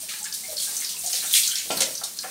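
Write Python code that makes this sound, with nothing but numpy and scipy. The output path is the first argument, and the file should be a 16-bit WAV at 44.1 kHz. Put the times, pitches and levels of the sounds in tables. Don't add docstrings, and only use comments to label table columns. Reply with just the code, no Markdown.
import sys
import numpy as np
from scipy import signal
from scipy.fft import rfft, irfft, next_fast_len
from scipy.io import wavfile
from scipy.ndimage import uniform_filter1d

SR = 44100
rng = np.random.default_rng(int(sys.argv[2]) if len(sys.argv) > 2 else 0)


def master_out(mix):
    frames = np.transpose(np.atleast_2d(mix))
    ceiling = np.clip(frames, -1, 1)
    pcm = np.round(ceiling * 32767).astype(np.int16)
    wavfile.write(sys.argv[1], SR, pcm)


N = 101429
SPOTS = 4


def undb(db):
    return 10 ** (np.asarray(db) / 20)


def unit(x):
    return x / np.sqrt(np.mean(x ** 2) + 1e-18)


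def since(start):
    return np.maximum(np.arange(N) / SR - start, 0)


def colour(x, points):
    hz, db = np.array(points).T
    size = next_fast_len(N + SR // 10)
    f = np.maximum(np.fft.rfftfreq(size, 1 / SR), 1)
    gain = undb(np.interp(np.log(f), np.log(hz), db))
    return irfft(rfft(x, size) * gain, size)[:N]


def butter(x, hz, kind, order):
    return signal.sosfilt(signal.butter(order, hz, kind, fs=SR, output="sos"), x + 1e-18)


def clicks(per_s, spread_db):
    hit, size, side = rng.random(N) < per_s / SR, rng.exponential(size=N), rng.random(N)
    return hit * undb(spread_db * np.minimum(size, 5)) * np.sign(side - .5)


def ring(t, hz, t60, glide=0):
    stretch = 1 + glide * np.minimum(t / t60, 2) / 2
    return undb(-60 * t / t60) * np.sin(2 * np.pi * hz * t * stretch)


def wavering_tone(t, hz, depth, wobble_hz):
    wobble = unit(butter(rng.standard_normal(len(t)), wobble_hz, "low", order=2))
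    return np.sin(2 * np.pi * np.cumsum(hz * (1 + depth * wobble)) / SR)


def hush():
    # f/Hz, relative level/dB
    spectrum = [(20, -24), (45, -7), (65, -23), (85, 3), (108, -12), (175, 2.5), (260, -2), (450, -5.5),
                (900, -7.5), (2500, -11.5), (15000, -55)]
    return undb(-55.5) * unit(colour(rng.standard_normal(N), spectrum))


def room(x):
    # f/Hz, t60/s
    reverberation = [(150, 0.6), (600, 0.33), (2000, 0.3), (6000, 0.25), (15000, 0.17)]
    hz, t60 = np.array(reverberation).T
    tail_db, build_s = -1, 0.0022
    t, tail = np.arange(SR // 2) / SR, np.zeros(SR // 2)
    noise = rfft(rng.standard_normal(len(t)))
    log_f = np.log(np.maximum(np.fft.rfftfreq(len(t), 1 / SR), 1))
    for share, ring_s in zip(np.eye(len(hz)), t60):
        band = irfft(noise * np.interp(log_f, np.log(hz), share), len(t))
        tail += band * undb(-60 * t / ring_s)
    tail *= 1 - np.exp(-(t / build_s) ** 2)
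    return x + undb(tail_db) * signal.fftconvolve(x, tail / np.linalg.norm(tail))[:N]


def bumps():
    # f/Hz, relative level/dB, t60/s
    modes = [(221, -1, .12), (285, -9, 0.046), (378, -29, .05), (540, 1, .04), (636, 16, 0.024),
             (760, 14.5, 0.033), (920, 7, 0.023), (1033, 13.5, 0.011), (1382, 9.5, 0.04), (1670, 4, 0.047),
             (2570, -7, 0.02)]
    # t/s, peak level/dB, low-pass corner f/Hz, scrape time constant/s
    contacts = [(1.655, -43.5, 200, 0.022), (1.7025, -18, 1200, 0.0096), (1.722, -31, 405, 0.014),
                (1.806, -25.5, 1810, 0.0054), (2.241, -30, 2010, 0.0076), (1.236, -37.5, 1190, 0.0077)]
    body = sum(undb(db) * ring(since(0), hz, t60) for hz, db, t60 in modes)
    body = butter(body, 184, "high", order=4)
    out = np.zeros(N)
    for start, db, corner_hz, scrape_s in contacts:
        t = since(start)
        force = 0.2 * rng.standard_normal(N) * (t > 0) * np.exp(-t / scrape_s)
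        force[int(start * SR)] += 1
        response = signal.fftconvolve(force, body[:SR // 4])[:N]
        knock = butter(response, corner_hz, "low", order=1)
        out += undb(db) * knock / np.abs(knock).max()
    return out


def bubbles():
    # t/s, f/Hz, level/dB, t60/s
    resonances = [(.03, 640, -41, 0.063), (.112, 1200, -35.5, 0.042), (.21, 868, -41.5, 0.11),
                  (.244, 1570, -26.5, 0.016), (.255, 1700, -29.5, 0.059), (.432, 750, -45, 0.18),
                  (.434, 2160, -36.5, 0.12), (.482, 598, -39, 0.23), (.498, 4160, -26, 0.026),
                  (.578, 4250, -16, 0.034), (.596, 3500, -23, .035), (.868, 4800, -22.5, 0.056),
                  (.905, 3350, -41, 0.037), (1.154, 4950, -6.5, 0.011), (1.449, 4200, -7, 0.016),
                  (1.512, 3300, -17, 0.046), (1.584, 6500, -10, 0.021), (.525, 557.4, -31.5, 0.053),
                  (.669, 1600, -39.5, 0.12), (.815, 2100, -25, 0.022), (.94, 1015, -45, 0.075),
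                  (.962, 2685, -31.5, 0.054), (1.036, 730, -38.5, 0.21), (1.04, 540, -49, 0.21),
                  (1.134, 718, -36.5, 0.075), (1.138, 515, -43.5, 0.12), (1.484, 1483, -33, 0.045),
                  (1.53, 1610, -32, 0.068), (1.811, 526, -21.5, 0.056), (1.866, 608, -27, 0.058),
                  (2.19, 1630, -34.5, 0.03)]
    rise_s = .003
    out = np.zeros((SPOTS, N))
    for k, (start, hz, db, t60) in enumerate(resonances):
        i = int(start * SR)
        t = np.arange(min(SR // 4, N - i)) / SR
        envelope = undb(db - 60 * t / t60) * (1 - np.exp(-t / rise_s))
        out[k % SPOTS, i:i + len(t)] += envelope * wavering_tone(t, hz, depth=0.0481, wobble_hz=154)
    return out


def drops():
    # t/s, f/Hz, level/dB
    impacts = [(0.2289, 7130, -23.5), (0.3246, 5100, -20), (0.568, 4510, -21), (0.7662, 6400, -18),
               (0.846, 4800, -19.5), (1.0612, 6260, -19.5), (1.1296, 5600, -15), (1.3125, 3930, -23),
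               (1.3369, 3700, -8), (1.4755, 6110, -13), (1.512, 3290, -24.5), (1.5542, 4840, -15.5),
               (1.773, 4340, -18), (1.9516, 5900, -20), (1.9783, 5000, -24), (2.035, 4160, -22.5),
               (2.1879, 4480, -19)]
    peak_s = 0.0016
    out = np.zeros((SPOTS, N))
    for k, (start, hz, db) in enumerate(impacts):
        i = int(start * SR)
        t = np.arange(min(SR // 20, N - i)) / SR
        envelope = t / peak_s * np.exp(1 - t / peak_s)
        splat = envelope * wavering_tone(t, hz, depth=.19, wobble_hz=1300)
        out[k % SPOTS, i:i + len(t)] += undb(db) * butter(splat, 0.89 * hz, "high", order=4)
    return out


def flicker(spread_db, steps_per_s=55):
    hold = int(SR / steps_per_s)
    steps = np.repeat(rng.standard_normal(N // hold + 1), hold)[:N]
    return unit(undb(spread_db * uniform_filter1d(steps, hold // 4)))


def fizz():
    per_s, spread_db, cycles = 150 / SPOTS, 24.5, 31.4
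    low_hz, high_hz = 3444, 9800
    t = np.arange(1024) / SR
    out = np.zeros(N + len(t))
    for when, pitch, size in rng.random((int(per_s * N / SR), 3)):
        i = int(when * N)
        hz = low_hz * (high_hz / low_hz) ** pitch
        out[i:i + len(t)] += undb(spread_db * size) * t * hz * ring(t, hz, cycles / hz, glide=0.33)
    return unit(out[:N])


def runoff():
    # t/s, level/dB
    flow = [(0, -36.5), (.07, -40), (.15, -37.5), (.21, -38.5), (.42, -38.5), (.5, -36), (.56, -36.5),
            (.63, -33.5), (.73, -33.5), (.88, -35), (.97, -38.5), (1.12, -29.5), (1.3, -31), (1.45, -28),
            (1.6, -35.5), (1.7, -36), (1.92, -36), (2.02, -42), (2.3, -38.5)]
    # f/Hz, relative level/dB
    spectrum = [(60, -70), (300, -38), (900, -24), (1600, -14), (2600, -9.5), (4300, -2.5), (6500, -0.5),
                (9000, 0), (11000, -4), (15500, -6)]
    droplets_per_s = 1500
    out = np.zeros((SPOTS, N))
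    for spot in out:
        ringing = fizz()
        patter = colour(clicks(droplets_per_s, spread_db=2.5), spectrum)
        patter = unit(patter) * flicker(spread_db=3.7)
        mist = butter(clicks(droplets_per_s, spread_db=5), 9400, "high", order=3)
        mist = unit(mist) * flicker(spread_db=2.1)
        ticks = butter(clicks(per_s=12, spread_db=-0.5), 6500, "high", order=2)
        spot += unit(patter + undb(-9.5) * ringing + undb(-6) * mist) + undb(18.5) * ticks
    flow_db = np.interp(since(0), *np.array(flow).T)
    return out / np.sqrt(SPOTS) * undb(flow_db)


def noisy_bursts():
    # t/s, level/dB, lower edge f/Hz, upper edge f/Hz, decay time constant/s
    bursts = [(0.085, -32.5, 1840, 7100, 0.041), (0.135, -25, 1170, 4700, 0.0047),
              (0.241, -22.5, 5100, 9300, 0.0066), (.253, -35.5, 1350, 4530, 0.015),
              (0.337, -26.5, 3700, 12200, 0.021), (0.431, -38.5, 4000, 11200, 0.022),
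              (.525, -45, 500, 1040, 0.0083), (0.577, -38.5, 3560, 5400, 0.09),
              (.598, -30, 6000, 10000, .02), (.615, -27, 5800, 9450, 0.045), (.67, -53.5, 284, 1740, 0.2),
              (0.767, -27, 7100, 10000, 0.0056), (0.818, -38.5, 1600, 2690, 0.023),
              (.825, -36, 4340, 5200, 0.042), (.89, -28.5, 3340, 7450, 0.027),
              (0.986, -30.5, 6900, 10900, 0.02), (1.0615, -26.5, 3860, 8700, 0.021),
              (1.127, -31, 1920, 7000, 0.03), (1.151, -23.5, 3600, 7060, .018),
              (1.223, -37, 1080, 3920, 0.03), (1.326, -19.5, 6100, 15300, 0.024),
              (1.338, -19, 2190, 11100, 0.03), (1.347, -19, 2050, 10200, 0.025),
              (1.364, -19.5, 3460, 13100, 0.043), (1.431, -23, 3480, 4830, 0.017),
              (1.483, -49, 1460, 3000, 0.097), (1.555, -30.5, 2140, 7260, 0.055),
              (1.705, -18, 2190, 4770, 0.006), (1.714, -27.5, 4780, 8700, 0.016),
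              (1.76, -37, 151, 2230, 0.066), (1.768, -17, 8560, 15400, 0.0047),
              (1.8048, -10.5, 2690, 10200, 0.0066), (1.818, -14.5, 2040, 8500, 0.0082),
              (2.012, -36, 556, 1390, 0.016), (2.036, -20.5, 3940, 10300, 0.0078),
              (2.232, -38, 1510, 1930, 0.032)]
    rise_s = .002
    out = np.zeros((SPOTS, N))
    for k, (start, db, low_hz, high_hz, decay_s) in enumerate(bursts):
        noise = butter(clicks(per_s=6000, spread_db=1), low_hz, "high", order=5)
        noise = butter(noise, high_hz, "low", order=3)
        t = since(start)
        envelope = (1 - np.exp(-t / rise_s)) * np.exp(-t / decay_s)
        out[k % SPOTS] += undb(db) * unit(noise) * envelope
    return out


def scene():
    spots = runoff() + noisy_bursts() + drops() + bubbles()
    return (hush() + sum(room(spot) for spot in spots) + room(bumps()))[None]


def record(dry):
    port_hz, port_db, half_width_hz, top_hz = 8980, 4.5, 600, 15700
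    f = np.fft.rfftfreq(2 * N, 1 / SR)
    resonance = undb(port_db / (1 + ((f - port_hz) / half_width_hz) ** 2))
    heard = irfft(rfft(dry, 2 * N) * resonance)[:, :N]
    return signal.sosfilt(signal.ellip(12, .1, 90, top_hz, fs=SR, output="sos"), heard)


dry = scene()
out = record(dry)
master_out(out)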